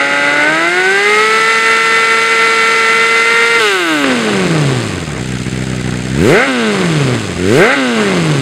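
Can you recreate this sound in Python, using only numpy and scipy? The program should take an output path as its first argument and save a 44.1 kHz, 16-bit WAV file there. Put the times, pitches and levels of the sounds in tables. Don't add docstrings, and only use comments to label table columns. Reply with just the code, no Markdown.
import sys
import numpy as np
from scipy import signal
from scipy.fft import irfft
from scipy.io import wavfile
from scipy.ndimage import uniform_filter1d

SR = 44100
rng = np.random.default_rng(int(sys.argv[2]) if len(sys.argv) > 2 else 0)


def log_audio(samples):
    frames = np.atleast_2d(samples).T
    limited = np.clip(frames, -1, 1)
    pcm = np.round(limited * 32767).astype(np.int16)
    wavfile.write(sys.argv[1], SR, pcm)


N = 370881
TIME = np.arange(N) / SR
TAPS = 8192
BINS_HZ = np.fft.rfftfreq(TAPS, 1 / SR)

# throttle shuts in seconds, friction in Hz per second,
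# burbling starts in seconds.
LET_GO = (3.585, 130.3, 4.04)
# engine catches in seconds, throttle shuts in seconds, lowest and top speed in
# firings per second, friction afterwards in Hz per second, burbling starts in seconds.
BLIPS = [(5.19, 6.459, 63, 276.1, 142.9, 6.71), (7.374, 7.746, 88, 285, 139, 7.96)]
# frequency in Hz, relative level in dB per Hz.
TURBULENCE = [(40, -67), (160, -14), (500, -13.5), (950, -16.5), (1400, -6), (2100, -5), (2700, -12.5),
              (3300, -25.5), (5000, -36), (15000, -75)]


def amp(db):
    return 10 ** (np.asarray(db) / 20)


def curves(rows, at):
    first, *columns = np.transpose(rows)
    return np.array([np.interp(at, first, column) for column in columns])


def spectrum(rows, order=1):
    table = np.transpose(rows)
    return np.interp(np.log(BINS_HZ + 1), np.log(table[0]), table[order])


def bumps(rows):
    return sum(db * np.exp(-2 * ((BINS_HZ - hz) / width) ** 2) for hz, width, db in rows)


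def colour(x, db):
    log_gain = np.log(amp(np.r_[db, db[-2:0:-1]]))
    response = np.exp(np.conj(signal.hilbert(log_gain)))
    ring = np.fft.ifft(response).real
    return signal.oaconvolve(x, ring[:TAPS // 2])[:N]


def steady(x):
    power = uniform_filter1d(x ** 2, size=2000)
    power = uniform_filter1d(power, size=2000)
    return x / np.sqrt(abs(power) + 1e-14)


def wander(hz):
    points = rng.standard_normal(N // 20)
    return np.interp(TIME * hz, np.arange(len(points)), points)


def per_firing(firings):
    draws = rng.standard_normal(N // 20)
    return uniform_filter1d(draws[np.round(firings).astype(int)], size=24)


def ramp(start, length):
    return np.clip((TIME - start) / length, 0, 1)


def dip(s, depth, length):
    return 1 - depth * np.exp(-((TIME - s) / length) ** 2)


def coast(shut, top_hz, friction):
    windage_hz = 248.36
    angle = np.arctan(top_hz / windage_hz) - friction / windage_hz * np.maximum(TIME - shut, 0)
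    return windage_hz * np.tan(np.maximum(angle, 0))


def crank():
    # time in seconds, firings per second in Hz.
    held_speed = [(0.0, 279.3), (0.3, 288.4), (0.43, 294.8), (0.75, 360), (1.06, 414), (1.24, 435),
                  (1.51, 449.4), (2.29, 452.8), (2.9, 451.0), (3.53, 462), (3.57, 459.6)]
    catch_s, shut_s = .024, .021
    burble_rise_s = .044
    blip_s, run_up_skew, load_skew = .355, 2.37, 1.06

    shut, friction, burble = LET_GO
    held, = curves(held_speed, TIME)
    hz = np.where(TIME < shut, held, coast(shut, held[-1], friction))
    throttle = 1 - ramp(shut, shut_s)
    load = np.zeros(N)
    cut = ramp(shut, shut_s) - ramp(burble, burble_rise_s)
    for catch, next_shut, from_hz, top_hz, friction, burble in BLIPS:
        progress = ramp(next_shut - blip_s, blip_s)
        run_up = from_hz + (top_hz - from_hz) * np.sin(np.pi / 2 * progress ** run_up_skew)
        hz = np.where(TIME < shut, hz, np.maximum(hz, run_up))
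        shut = next_shut
        hz = np.where(TIME < shut, hz, coast(shut, top_hz, friction))
        throttle = throttle + ramp(catch - catch_s / 2, catch_s) - ramp(shut, shut_s)
        cut = cut + ramp(shut, shut_s) - ramp(burble, burble_rise_s)
        load = load + np.sin(np.pi * progress ** load_skew)
    return hz, throttle, load, cut


def burn(firings, hz, load):
    # time in seconds, depth from 0 to 1.
    misfires = [(1.885, 0.14), (2.165, 0.17), (2.198, 0.05)]
    misfire_s = .014
    shut_depth, shut_dip_s = .27, .0098
    lazy_below_hz, lazy_rarity, lazy_depth = 115, 1.25, .5
    flutter_db = 1

    shuts = [LET_GO[0]] + [blip[1] for blip in BLIPS]
    chokes = [dip(s, shut_depth, shut_dip_s) for s in shuts]
    chokes += [dip(s, depth, misfire_s) for s, depth in misfires]
    is_lazy = (per_firing(firings) > lazy_rarity) * (hz < lazy_below_hz)
    lazy = uniform_filter1d((1 - load) ** 2 * is_lazy, size=60)
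    flutter = amp(flutter_db * wander(hz=24.07))
    return np.prod(chokes, axis=0) * (1 - lazy_depth * lazy) * flutter


def pulses(firings, blunt, steep, sweep, order):
    # multiple of the firing rate,
    # level in dB on throttle, level in dB coasting.
    half_orders = [(.5, -10, -20), (1.5, -20, -9), (2.5, -5, -2), (3.5, -16, -1), (4.5, -2, -1),
                   (5.5, -5, -3), (6.5, -7, -3), (10.5, -4, -4)]
    k = np.arange(161) / 4
    table = np.transpose(half_orders)
    line_db = np.where(k % .5 == 0, np.interp(k, table[0], table[order]), -24)
    imbalance = (k % 1 > 0) * amp(line_db)
    smear = np.exp(-1j * sweep * k ** 2)
    shape = smear / (1 + (k / blunt) ** steep) * (k > 0)
    place = firings / 4 % 1 * TAPS
    parts = (k % 1 == 0, 1j * imbalance)
    return [np.interp(place, np.arange(TAPS), irfft(shape * part, TAPS)) for part in parts]


def puffs(firings, between, length, lag):
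    surge = np.exp(-((firings - lag) % 1) / length)
    return rng.standard_normal(N) * (between + surge)


def thin(x, speed):
    low_pass = signal.butter(1, 260, fs=SR, output="sos")
    slow = signal.sosfilt(low_pass, x)
    return x - np.minimum(5.6 * speed ** 2.56, 1) * slow


def boom(firings, speed, throttle, uneven, spread):
    # frequency in Hz, relative dB on throttle, relative dB coasting.
    muffler = [(20, -71, -18), (63, -11, -7.5), (151, 0.5, 9.5), (188.8, -2, 4), (306, -1.5, 4.5),
               (397, 6, 6.5), (530, 0.5, -0.5), (740, -2, -3.5), (910, -4, -7.5), (1190, -18, -2),
               (2040, -69, -51), (6000, -77, -96)]
    strength = 1 + uneven * per_firing(firings)
    push, push_imbalance = pulses(firings, blunt=4.06, steep=4.81, sweep=0, order=1)
    suck, suck_imbalance = pulses(firings, blunt=1.74, steep=1.98, sweep=0, order=2)
    push = steady(push + spread * speed ** .3 * push_imbalance) * strength
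    suck = steady(suck + speed ** .53 * suck_imbalance) * strength
    gas = uneven * puffs(firings, between=.9, length=1.0, lag=0)
    driven = steady(colour(push + amp(8.5) * gas, spectrum(muffler, order=1)))
    coasting = steady(colour(amp(21) * gas - suck, spectrum(muffler, order=2)))
    blend = throttle * driven + (1 - throttle) * coasting
    return steady(thin(blend, speed))


def rasp(firings, throttle, uneven, turbulent):
    # frequency in Hz, relative dB on throttle, relative dB coasting.
    tailpipe = [(300, -55, -55), (750, -24, -19), (1150, -12, -6), (1400, -5, -4), (2100, -4, -4),
                (2500, -13, -5), (3200, -21, -8), (4000, -19, -10), (5500, -29, -25), (9000, -36, -38),
                (15000, -54, -54)]
    # frequency in Hz, width in Hz, height in dB for the note.
    pipe_modes = [(1026, 19, -24), (1298, 120, 8), (1526, 127, 11.5), (1712, 54, -21), (2062, 166, 6.5),
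                  (2810, 210, 6.5), (3720, 220, 6)]
    # frequency in Hz, width in Hz, height in dB.
    headers = [(1406, 190, -11.5), (2170, 90, 0.5)]
    strength = 1 + .7 * uneven * per_firing(firings)
    fronts = firings + .015 * uneven * wander(hz=90)
    modes_db = bumps(pipe_modes)

    even, imbalance = pulses(fronts, blunt=59, steep=2.5, sweep=.7, order=1)
    driven = strength * (even + colour(imbalance, bumps(headers)))
    driven = colour(driven, spectrum(tailpipe, order=1) + modes_db)
    coasting = strength * sum(pulses(fronts, blunt=30, steep=2, sweep=0, order=2))
    coasting = colour(coasting, spectrum(tailpipe, order=2) + modes_db)
    note = steady(throttle * steady(driven) - (1 - throttle) * steady(coasting))

    gas_db = per_firing(firings) + 2.2 * turbulent * wander(hz=30)
    gas = puffs(firings, between=.8, length=.3, lag=0) * amp(gas_db)
    roar = steady(colour(gas, spectrum(TURBULENCE) + .072 * modes_db))
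    return np.sqrt(1 - turbulent) * note + np.sqrt(turbulent) * roar


def hiss(firings, turbulent):
    # frequency in Hz, relative level in dB per Hz.
    jet_colour = [(1000, -43.5), (2500, 1), (3800, -2), (5000, -5.5), (6500, -9), (8500, -9.5),
                  (11000, -25), (15000, -39.5)]
    jet_db = 1.2 * per_firing(firings) + .7 * wander(hz=25)
    jet = puffs(firings, between=.6, length=.35, lag=0) * amp(jet_db)
    return steady(colour(jet, spectrum(jet_colour))) * np.sqrt(np.minimum(3 * turbulent, 1))


def valves(firings, hz):
    # frequency in Hz, relative level in dB per Hz.
    tick_colour = [(500, -22), (2500, -20.5), (4500, -14.5), (7600, -8), (9000, -15), (11000, -30.5),
                   (15000, -38)]
    ticks = puffs(firings, between=.15, length=.16, lag=-.08) * amp(2.4 * per_firing(firings))
    level_db = -35 + .043 * np.log2(hz / hz.min())
    return amp(level_db) * steady(colour(ticks, spectrum(tick_colour)))


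def fizz(firings, load):
    # start in seconds, end in seconds.
    start, end = (3.588, 4.043)
    full_load_db, sizzle_db = -29.5, -33.5
    sizzling = (TIME > start) & (TIME < end)
    level = amp(full_load_db) * load ** 3 + amp(sizzle_db) * sizzling
    bursts = puffs(firings, between=.096, length=.16, lag=0)
    bursts = colour(bursts, spectrum([(2000, -30), (7000, 9), (15000, -8)]))
    return uniform_filter1d(level, size=600) * steady(bursts)


def pops():
    # time in seconds, crack level in dB ahead of the pipe colour, thud level in dB.
    fuel_pops = [(3.584, -16, -17), (4.042, 6, -14)]
    cracks, thuds = np.zeros((2, N))
    for s, crack_db, thud_db in fuel_pops:
        age = np.maximum(TIME - s, 0)
        cracks += amp(crack_db) * (age > 0) * np.exp(-age / .0036)
        thuds += amp(thud_db) * np.exp(-age / .008) * np.sin(2 * np.pi * 330 * age)
    return thuds + colour(cracks * rng.standard_normal(N), spectrum(TURBULENCE) + 10)


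def woods(x, wet_db, t60):
    t = TIME[:SR]
    is_echo = (rng.random(SR) < 1500 / SR) * (t > .008)
    taps = rng.standard_normal(SR) * is_echo * amp(-60 * t / t60)
    return x + amp(wet_db) * signal.oaconvolve(x, taps / np.linalg.norm(taps))[:N]


def scene():
    # firings per second in Hz, muffler boom in dB,
    # pipe rasp in dB, gas hiss in dB.
    firing_levels = [(63, -17, -28.3, -31.5), (89, -14, -25, -28.5), (141.06, -13.5, -21.5, -23),
                     (205, -13.5, -13, -29), (285, -18.5, -12.3, -27.5), (370.6, -16, -12.5, -22.5),
                     (426, -15, -11.2, -19.5), (447.8, -17.5, -10, -19)]
    coasting_levels = [(70, -20.5, -29, -33), (100.7, -17.5, -26.5, -27.5), (135, -11, -24, -25),
                       (205.14, -13.5, -19.5, -24), (265, -14, -17.5, -23.5), (340.2, -17, -14, -22.5),
                       (423, -15, -12, -11)]
    # boom in dB, rasp in dB, hiss in dB.
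    load_db = (7.5, 3.5, 2)
    # firings per second in Hz, unevenness of firings from 0 to 1 ahead
    firing_roughness = [(63, .19, .95), (130, .1, .58), (250, .09, .38), (285, .27, .25), (350, .14, .15),
                        (460, .14, .17)]
    cut_roughness = [(200, .05, .24), (280, .03, .12), (335, .03, .08), (460, .02, .03)]
    burble_roughness = [(100, .22, .92), (180, .19, .7), (270, .13, .48)]

    hz, throttle, load, cut = crank()
    levels = throttle * curves(firing_levels, hz) + (1 - throttle) * curves(coasting_levels, hz)
    boom_db, rasp_db, hiss_db = levels + np.outer(load_db, load)
    roughness = throttle * curves(firing_roughness, hz) + cut * curves(cut_roughness, hz)
    roughness += (1 - throttle - cut) * curves(burble_roughness, hz)
    uneven, turbulent = roughness
    spread = 1 - .55 * load
    uneven = spread * uneven
    firings = np.cumsum(hz + 1.103 * wander(hz=14)) / SR

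    exhaust = amp(boom_db) * boom(firings, hz / hz.max(), throttle, uneven, spread)
    exhaust += amp(rasp_db) * rasp(firings, throttle, uneven, turbulent)
    bike = burn(firings, hz, load) * exhaust
    bike += amp(hiss_db) * hiss(firings, turbulent)
    bike += valves(firings, hz) + fizz(firings, load) + pops()
    return woods(bike, wet_db=-18, t60=.5)[None]


def record(dry):
    # frequency in Hz, width in Hz, depth in dB.
    mic_dips = [(5676, 284, -13.5), (6940, 48, -58)]
    knee, edge_hz = .68, 15750
    x = colour(dry[0], bumps(mic_dips))
    below = np.clip(x, -knee, knee)
    clipped = below + (1 - knee) * np.tanh((x - below) / (1 - knee))
    low_pass = signal.firwin(511, edge_hz, window=("kaiser", 9), fs=SR)
    return signal.oaconvolve(clipped, low_pass, "same")[None]


dry = scene()
out = record(dry)
log_audio(out)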